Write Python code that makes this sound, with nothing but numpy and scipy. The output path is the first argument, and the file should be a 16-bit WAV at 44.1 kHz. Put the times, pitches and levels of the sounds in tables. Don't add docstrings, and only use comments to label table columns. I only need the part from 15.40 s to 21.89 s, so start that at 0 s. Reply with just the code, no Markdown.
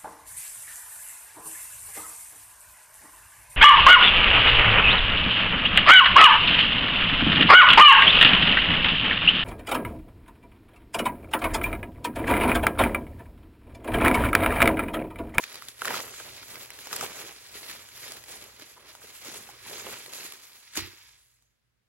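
import sys
import numpy as np
from scipy import signal
from scipy.fft import rfft, irfft, next_fast_len
from scipy.io import wavfile
from scipy.ndimage import uniform_filter1d

SR = 44100
rng = np.random.default_rng(int(sys.argv[2]) if len(sys.argv) > 2 else 0)


def generate_wav(signal):
    frames = np.transpose(np.atleast_2d(signal))
    scaled = np.clip(frames, -1, 1) * 32767
    pcm = np.round(scaled).astype(np.int16)
    wavfile.write(sys.argv[1], SR, pcm)


N = 286120
SIZE = next_fast_len(N + SR)
HZ = np.maximum(np.arange(SIZE // 2 + 1) * SR / SIZE, 1)


def crinkle():
    # frequency in Hz, relative density in dB per Hz.
    film_spectrum = [(530, -26.5), (900, -8.5), (2400, -1), (2830, -4), (4370, -1), (5830, -7.5),
                     (9000, -24), (11700, -22.5), (19800, -120)]
    sizzle_spectrum = [(4000, -17.5), (7000, -0.5), (9000, -2.5), (12000, -6), (16000, -10.5)]
    folds_spectrum = [(71, -18.5), (120, -9.5), (178, -8.5), (433, 0), (485, -1), (543, -2), (841, -5.5),
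                      (1080, -5), (3500, -11.5), (4550, -37), (7700, -120)]
    slap_s, settling_grip = 5.3, .55

    film_gain, folds_gain, sizzle_gain = handling()
    grip = np.clip((20 * np.log10(film_gain) + 71) / 25, .2, 1)
    grip = np.where(np.arange(N) / SR < slap_s, grip, settling_grip)
    jerks = from_db(0.2 * grip * drift(26))
    film = creases(film_spectrum, per_s=6000, spread_db=3.2 * grip, clump_db=1.5, clump_hz=40, cycles=2.5)
    sizzle = creases(sizzle_spectrum, per_s=19000, spread_db=3.2 * grip,
                     clump_db=1.5, clump_hz=25.2, cycles=16.0, count=5)
    folds = creases(folds_spectrum, per_s=800, spread_db=1.3 * grip, clump_db=0.5, clump_hz=29.0, cycles=5.6)
    crackle = film_gain * (film + grip * ticks())
    return jerks * (crackle + sizzle_gain * sizzle + folds_gain * folds)


def handling():
    # time at full strength in seconds, hold in seconds,
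    # film crackle in dB, fold rustle in dB relative to the crackle.
    squeezes = [(-0.007, 0.13, -55.5, -7), (0.114, 0.13, -52.5, -3.5), (0.289, 0.015, -53.5, -13),
                (0.413, 0.041, -47.5, -24), (0.466, 0.011, -44, 1.5), (0.508, 0.01, -39.5, 6),
                (0.549, 0.011, -37, -3), (0.628, 0.058, -62, 10.5), (0.779, 0.11, -49.5, -4),
                (0.962, 0.029, -52, -4.5), (1.03, 0.052, -58, 0.5), (1.105, 0.13, -48.5, -4),
                (1.314, 0.025, -51.5, -2.5), (1.391, 0.019, -50.5, -10), (1.449, 0.019, -49, -6),
                (1.529, 0.11, -43, 0.5), (1.628, 0.011, -45, 5.5), (1.696, 0.026, -49.5, -3),
                (1.763, 0.037, -45.5, -5.5), (1.848, 0.042, -50, -1.5), (2.15, 0.023, -47, -6.5),
                (2.222, 0.028, -50.5, -3.5), (2.295, 0.015, -45, -5), (2.395, 0.013, -54, -3.5),
                (2.56, 0.16, -51, -9), (2.645, 0.13, -51, -2.5), (2.893, 0.057, -47.5, -4.5),
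                (3.017, 0.041, -54, 1), (3.207, 0.016, -52.5, -7), (3.295, 0.023, -57, -5.5),
                (3.402, 0.016, -60.5, 6.5), (3.493, 0.0069, -52, -5), (3.55, 0.016, -61.5, 4),
                (3.625, 0.081, -52, -3.5), (3.748, 0.039, -51.5, -15), (3.854, 0.13, -45, -2.5),
                (4.09, 0.015, -52, 1.5), (4.218, .02, -53.5, -12), (4.278, 0.12, -46, -4),
                (4.463, 0.087, -48, 3), (4.665, 0.056, -59, 3), (4.741, 0.12, -45, -8.5),
                (4.916, 0.055, -53.5, -7.5), (5.036, 0.047, -53, -20), (5.156, 0.0083, -53, -18)]
    # time in seconds, film crackle in dB, sizzle in dB relative to the crackle.
    resting = [(0.0, -48.5, 6), (0.1, -49.5, -11), (0.36, -60, 2), (0.7, -49.5, 1), (1.5, -57, -0.5),
               (2.05, -52.5, 0), (2.5, -53, 0.5), (3.15, -55.5, 1), (3.6, -63.5, -5.5), (4.6, -50, 1.5),
               (5.1, -58, 1.5), (5.33, -56, -2), (5.347, -49, 0), (5.356, -40.5, 1), (5.374, -33.5, 3),
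               (5.39, -36.5, 0), (5.43, -42.5, -4), (5.55, -52, -7), (5.72, -58, -2.5), (5.85, -68, 4),
               (6.03, -74, 2), (6.15, -84, 0), (6.49, -95, -14)]
    rise_db_per_s, fall_db_per_s = 267.5, 150.5
    squeeze_sizzle_db = 0.93
    let_go_s, held_folds_db, lying_folds_db = 5.2, -10, -17.5

    t = np.arange(N) / SR
    rest_db, rest_sizzle_db = in_time(resting)
    rest = from_db(rest_db)
    film = 0
    folds = rest * from_db(np.where(t < let_go_s, held_folds_db, lying_folds_db))
    for s, hold, db, folds_db in squeezes:
        rise_db = rise_db_per_s * np.clip(s - t, 0, 1)
        fall_db = fall_db_per_s * np.clip(t - s - hold, 0, 1)
        swell = from_db(db - rise_db - fall_db)
        film = np.hypot(film, swell)
        folds = np.hypot(folds, swell * from_db(folds_db))
    sizzle = np.hypot(film * from_db(squeeze_sizzle_db), rest * from_db(rest_sizzle_db))
    return np.hypot(film, rest), folds, sizzle


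def creases(spectrum, per_s, spread_db, clump_db, clump_hz, cycles, count=8):
    wander_db, wander_hz = 2.6, 5.5

    sizes = from_db(spread_db * np.minimum(rng.exponential(1, N), 4.0)) * rng.choice([-1, 1], N)
    clicks = sizes * (rng.random(N) < per_s / SR) * from_db(clump_db * drift(clump_hz))
    dealt = rng.integers(0, count, N)
    heard = 0
    pitches = np.geomspace(spectrum[1][0], min(spectrum[-1][0], 14000), count)
    for k, hz in enumerate(pitches):
        wandering = clicks * (dealt == k) * from_db(wander_db * drift(wander_hz))
        heard = heard + ports(hz * ring(wandering, hz, cycles / hz))
    even = uniform_filter1d(np.mean(np.abs(heard) ** 2, axis=0), size=2000)
    balance = np.abs(ports(np.ones(1), share=1.0))
    shaped = heard / np.sqrt(even) * balance * from_db(over_hz(spectrum))
    return rms_one(irfft(shaped, SIZE)[:, :N])


def ticks():
    per_s, decay_ms = 120, 0.56
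    level_db = -4.5

    sizes = from_db(2.0 * np.minimum(rng.exponential(1, N), 3.0)) * (rng.random(N) < per_s / SR)
    envelope = signal.lfilter([1], [1, -np.exp(-1000 / (decay_ms * SR))], sizes)
    bursts = envelope * rng.standard_normal(N)
    bright = signal.sosfilt(signal.butter(1, [1800, 12000], "band", fs=SR, output="sos"), bursts)
    return from_db(level_db) * rms_one(irfft(ports(bright), SIZE)[:, :N])


def snaps(ring_cycles, count=6):
    # start in seconds, peak of the pocket ring in dB, ring in Hz,
    # peak of the bright crack in dB relative to the ring.
    folds_snapping = [(0.035, -34.5, 2000, 7), (0.039, -26, 1920, 1), (0.04, -19.5, 3600, -3),
                      (0.143, -36, 1880, 8), (0.156, -28, 4500, -0.5), (0.222, -34, 1280, 5.5),
                      (0.285, -29, 5030, 5.5), (0.286, -35, 1900, -7), (0.381, -57, 1700, 20),
                      (0.393, -45, 2380, 8), (0.41, -36.5, 2220, 3), (0.419, -17.5, 1380, -4),
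                      (0.421, -31, 557, -20), (0.448, -21, 1720, -6), (0.454, -19.5, 1460, -3),
                      (0.455, -16.5, 4300, -1.5), (0.456, -31, 560, -18), (0.476, -19, 1410, -15),
                      (0.478, -26, 580, -19.5), (0.481, -13, 1960, -15), (0.505, -20.5, 1900, -5.5),
                      (0.507, -25, 1020, -15), (0.513, -37, 820, -12.5), (0.541, -19.5, 1500, -5),
                      (0.543, -21.5, 1200, -12), (0.555, -26.5, 1100, -6), (0.562, -41, 500, -14),
                      (0.577, -33.5, 1687, 0.5), (0.603, -34, 4500, 11), (0.74, -33, 1740, -1),
                      (0.8, -31.5, 1280, 1), (0.803, -32.5, 640, -12), (0.975, -52, 2880, 17),
                      (1.03, -42, 2150, 9), (1.156, -30, 2070, 2), (1.304, -43, 2040, 18),
                      (1.389, -44.5, 1990, 16), (1.458, -42, 1290, 10), (1.471, -36.5, 845, 11),
                      (1.512, -36.5, 1490, 3), (1.529, -21.5, 1150, 6), (1.538, -25, 1210, 2),
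                      (1.559, -26.5, 11000, -12), (1.561, -14, 11200, -11.5), (1.564, -16, 7500, -2),
                      (1.592, -50, 447, -12), (1.61, -21.5, 5000, 1.5), (1.611, -23.5, 1230, -5),
                      (1.627, -21, 795, -12.5), (1.637, -26.5, 616, 1), (1.642, -33, 503, 5),
                      (2.115, -39, 2550, -1), (2.136, -50, 2020, 3), (2.297, -35, 1770, 4),
                      (2.302, -37, 1790, 8), (2.313, -38.5, 1790, 11), (2.488, -49, 1500, 10),
                      (2.576, -49.5, 1870, 19), (2.64, -39, 1980, 1), (2.664, -41, 530, -6),
                      (2.68, -46, 413, 16), (2.7, -42, 395, -6), (2.72, -38.5, 695, 12.5),
                      (2.77, -45, 415, 14), (2.839, -55, 1960, 24), (2.898, -46, 520, -3),
                      (2.945, -50, 400, -3), (3.024, -45, 566, 14), (3.04, -51, 620, 22),
                      (3.197, -53.5, 405, 21.5), (3.221, -39.5, 353, 5), (3.367, -46, 1050, -20),
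                      (3.373, -42, 1000, -20), (3.379, -39, 880, -15), (3.504, -46, 1300, 3),
                      (3.551, -46.5, 940, 15.5), (3.618, -40, 1670, -4), (3.638, -53, 597, -2),
                      (3.848, -48, 510, 9), (3.882, -39.5, 320, 12), (4.071, -35.5, 2430, -8),
                      (4.09, -35.5, 780, -6), (4.101, -39, 990, -2), (4.262, -34.5, 880, -4),
                      (4.298, -45, 310, -10), (4.331, -34.5, 470, -9), (4.42, -39, 392, -10),
                      (4.467, -44, 400, -3), (4.481, -38, 680, 9), (4.488, -36.5, 426, -4),
                      (4.528, -33, 620, -6), (4.539, -36, 2600, 4), (4.661, -49, 1100, 20.5),
                      (4.681, -42, 400, -11), (4.735, -44.5, 2460, 21.5), (4.832, -34, 2420, 0),
                      (4.848, -39, 356, -8), (4.922, -46, 2120, 19.5), (4.936, -47, 2290, 15),
                      (5.255, -68, 2590, 4), (5.29, -56, 4060, 0), (5.336, -44, 2350, 12),
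                      (5.355, -29.5, 1740, 0), (5.367, -33, 1960, 11), (5.373, -32.5, 1660, 19),
                      (5.38, -35.5, 870, 3), (5.391, -37, 900, 14), (6.024, -50, 7200, -5)]
    first_click = 7
    spray_ms, low_stretch = 1.6, 0.8
    crack_rise_ms, crack_fall_ms = 0.58, 0.64
    drier = .45

    spots = np.zeros((count, N + 2000))
    ms = np.arange(2000) / SR * 1000
    spray = rng.standard_normal((len(folds_snapping), 2000))
    broad = signal.butter(1, [900, 10000], "band", fs=SR, output="sos")
    for k, (s, db, hz, crack_db) in enumerate(folds_snapping):
        decay = np.exp(-ms / spray_ms * (hz / 1500) ** low_stretch)
        burst = (spray[k] + first_click * (ms == 0)) * decay
        pocket = ring(np.diff(burst, prepend=0), hz, ring_cycles / hz)
        swell = np.exp(-ms / crack_fall_ms) - np.exp(-ms / crack_rise_ms)
        crack = signal.sosfilt(broad, spray[k] * swell)
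        snap = pocket / np.abs(pocket).max() + from_db(crack_db) * crack / np.abs(crack).max()
        spots[k % count, round(s * SR):][:2000] += from_db(db) * snap
    return sum(ports(spot[:N], drier=drier) for spot in spots)


def pat():
    # start in seconds, push on the table in dB,
    # push on the air cushion in dB.
    touches = [(5.37, -39.5, -43), (5.377, -45.5, -31), (5.39, -39, -46.5), (5.42, -38, -44.5),
               (5.446, -45.5, -47), (5.474, -55, -52), (5.533, -66, -57.5)]
    # frequency in Hz, level in dB relative to the push, t60 in seconds.
    table_modes = [(95.5, -3, 0.26), (122, -7.5, 0.24), (215, -12, 0.21)]
    cushion_modes = [(261, -10.5, 0.13), (325, -4.5, 0.13), (352, 1.5, 0.14), (424, -13, 0.17)]

    push = np.zeros((2, N))
    for s, *db in touches:
        push[:, round(s * SR)] = from_db(db)
    push = signal.lfilter(np.hanning(60) / 30, 1, push)
    thump = 0
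    for x, modes in zip(push, (table_modes, cushion_modes)):
        for hz, db, t60 in modes:
            thump = thump + from_db(db) * ring(x, hz, t60)
    return thump


def hum(own):
    # frequency in Hz, width in Hz, relative level in dB.
    resonances = [(57.7, 7.8, -5.5), (98.1, 5, -7), (120.8, 4.3, -6)]
    # time in seconds, level in dB.
    course = [(0.0, -69.5), (0.6, -62.5), (1.7, -64), (2.0, -67.5), (2.8, -65.5), (3.4, -69), (4.45, -64),
              (4.65, -69.5), (5.3, -77.5), (5.6, -70), (5.87, -75.5), (6.49, -83.5)]

    lines = 0
    for hz, width, db in resonances:
        noise = rng.standard_normal(N) + own * rng.standard_normal((2, N))
        lines = lines + from_db(db) * rms_one(ring(noise, hz, 2.2 / width))
    return from_db(in_time(course)[0]) * rms_one(lines) * from_db([[-1.5], [1.5]])


def port_hiss():
    # frequency in Hz, relative density in dB per Hz.
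    hiss_spectrum = [(76, -36), (130, -5.5), (351, -14), (454, -14), (875, -19), (1790, -16), (5000, -25),
                     (15000, -31)]
    return from_db(-80) * coloured(rng.standard_normal((2, N)), hiss_spectrum)


def ports(x, share=None, drier=0):
    # frequency in Hz, lead of the left in radians.
    port_phase = [(0, 0), (2000, -.45), (4200, -2.4), (5500, -1.5), (6300, -3.6), (7500, -4.2),
                  (8900, -3.14), (11700, 0), (14450, 3.14), (16000, 4.9)]
    # frequency in Hz, share of the power common to both from 0 to 1.
    common_share = [(50, .96), (300, .88), (700, .65), (1500, .62), (2800, .52), (4200, .62), (6000, .3),
                    (7500, .7), (8900, .99), (10200, .75), (11700, .995), (12700, .72), (14450, .99),
                    (16000, .6)]
    # frequency in Hz, left minus right in dB.
    port_balance = [(60, 1), (240, -3), (950, -1.5), (3770, -1), (15000, 0)]
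    scatter_t60_s, room_t60_s, room_db = 0.03, 0.25, -24

    t = np.arange(SR // 2) / SR
    decay = from_db(-60 * t / scatter_t60_s) + from_db(room_db - 60 * t / room_t60_s)
    echoes = rng.standard_normal((2, len(t))) * decay
    echoes = rfft(echoes / np.sqrt(np.sum(echoes ** 2, axis=1, keepdims=True)), SIZE)
    share = np.clip(over_hz(common_share), 0, 1) if share is None else share
    share = share + np.clip(drier, 0, 1) * (1 - share)
    lead = np.interp(HZ, *np.transpose(port_phase))
    common = np.sqrt(share) * np.exp(1j * lead * np.array([[0], [-1]]))
    balance = from_db(np.array([[.5], [-.5]]) * over_hz(port_balance))
    return rfft(x, SIZE) * (common + np.sqrt(1 - share) * echoes) * balance


def ring(x, hz, t60):
    r, w = from_db(-60 / (t60 * SR)), 2 * np.pi * hz / SR
    return signal.lfilter([0, np.sin(w)], [1, -2 * r * np.cos(w), r * r], x + 1e-18)


def drift(rate):
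    r = np.exp(-2 * np.pi * rate / SR)
    return rms_one(signal.lfilter([1], [1, -2 * r, r * r], rng.standard_normal(N + SR))[SR:])


def coloured(x, spectrum):
    return rms_one(irfft(rfft(x, SIZE) * from_db(over_hz(spectrum)), SIZE)[..., :N])


def over_hz(points):
    hz, values = np.array(points).T
    return np.interp(np.log(HZ), np.log(hz), values)


def in_time(rows):
    s, *columns = np.transpose(rows)
    return [np.interp(np.arange(N) / SR, s, c) for c in columns]


def rms_one(x):
    return x / np.sqrt(np.mean(x ** 2) + 1e-20)


def from_db(db):
    return 10 ** (np.asarray(db) / 20)


def scene():
    hiss = port_hiss()
    struck = irfft(snaps(ring_cycles=10.1) + ports(pat(), share=0.7), SIZE)[:, :N]
    return crinkle() + struck + hum(own=0.61) + hiss


def record(dry):
    lean = signal.sosfilt(signal.butter(4, 45, "high", fs=SR, output="sos"), dry)
    return signal.sosfilt(signal.ellip(12, .5, 80, 15920, fs=SR, output="sos"), lean)


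dry = scene()
out = record(dry)
generate_wav(out)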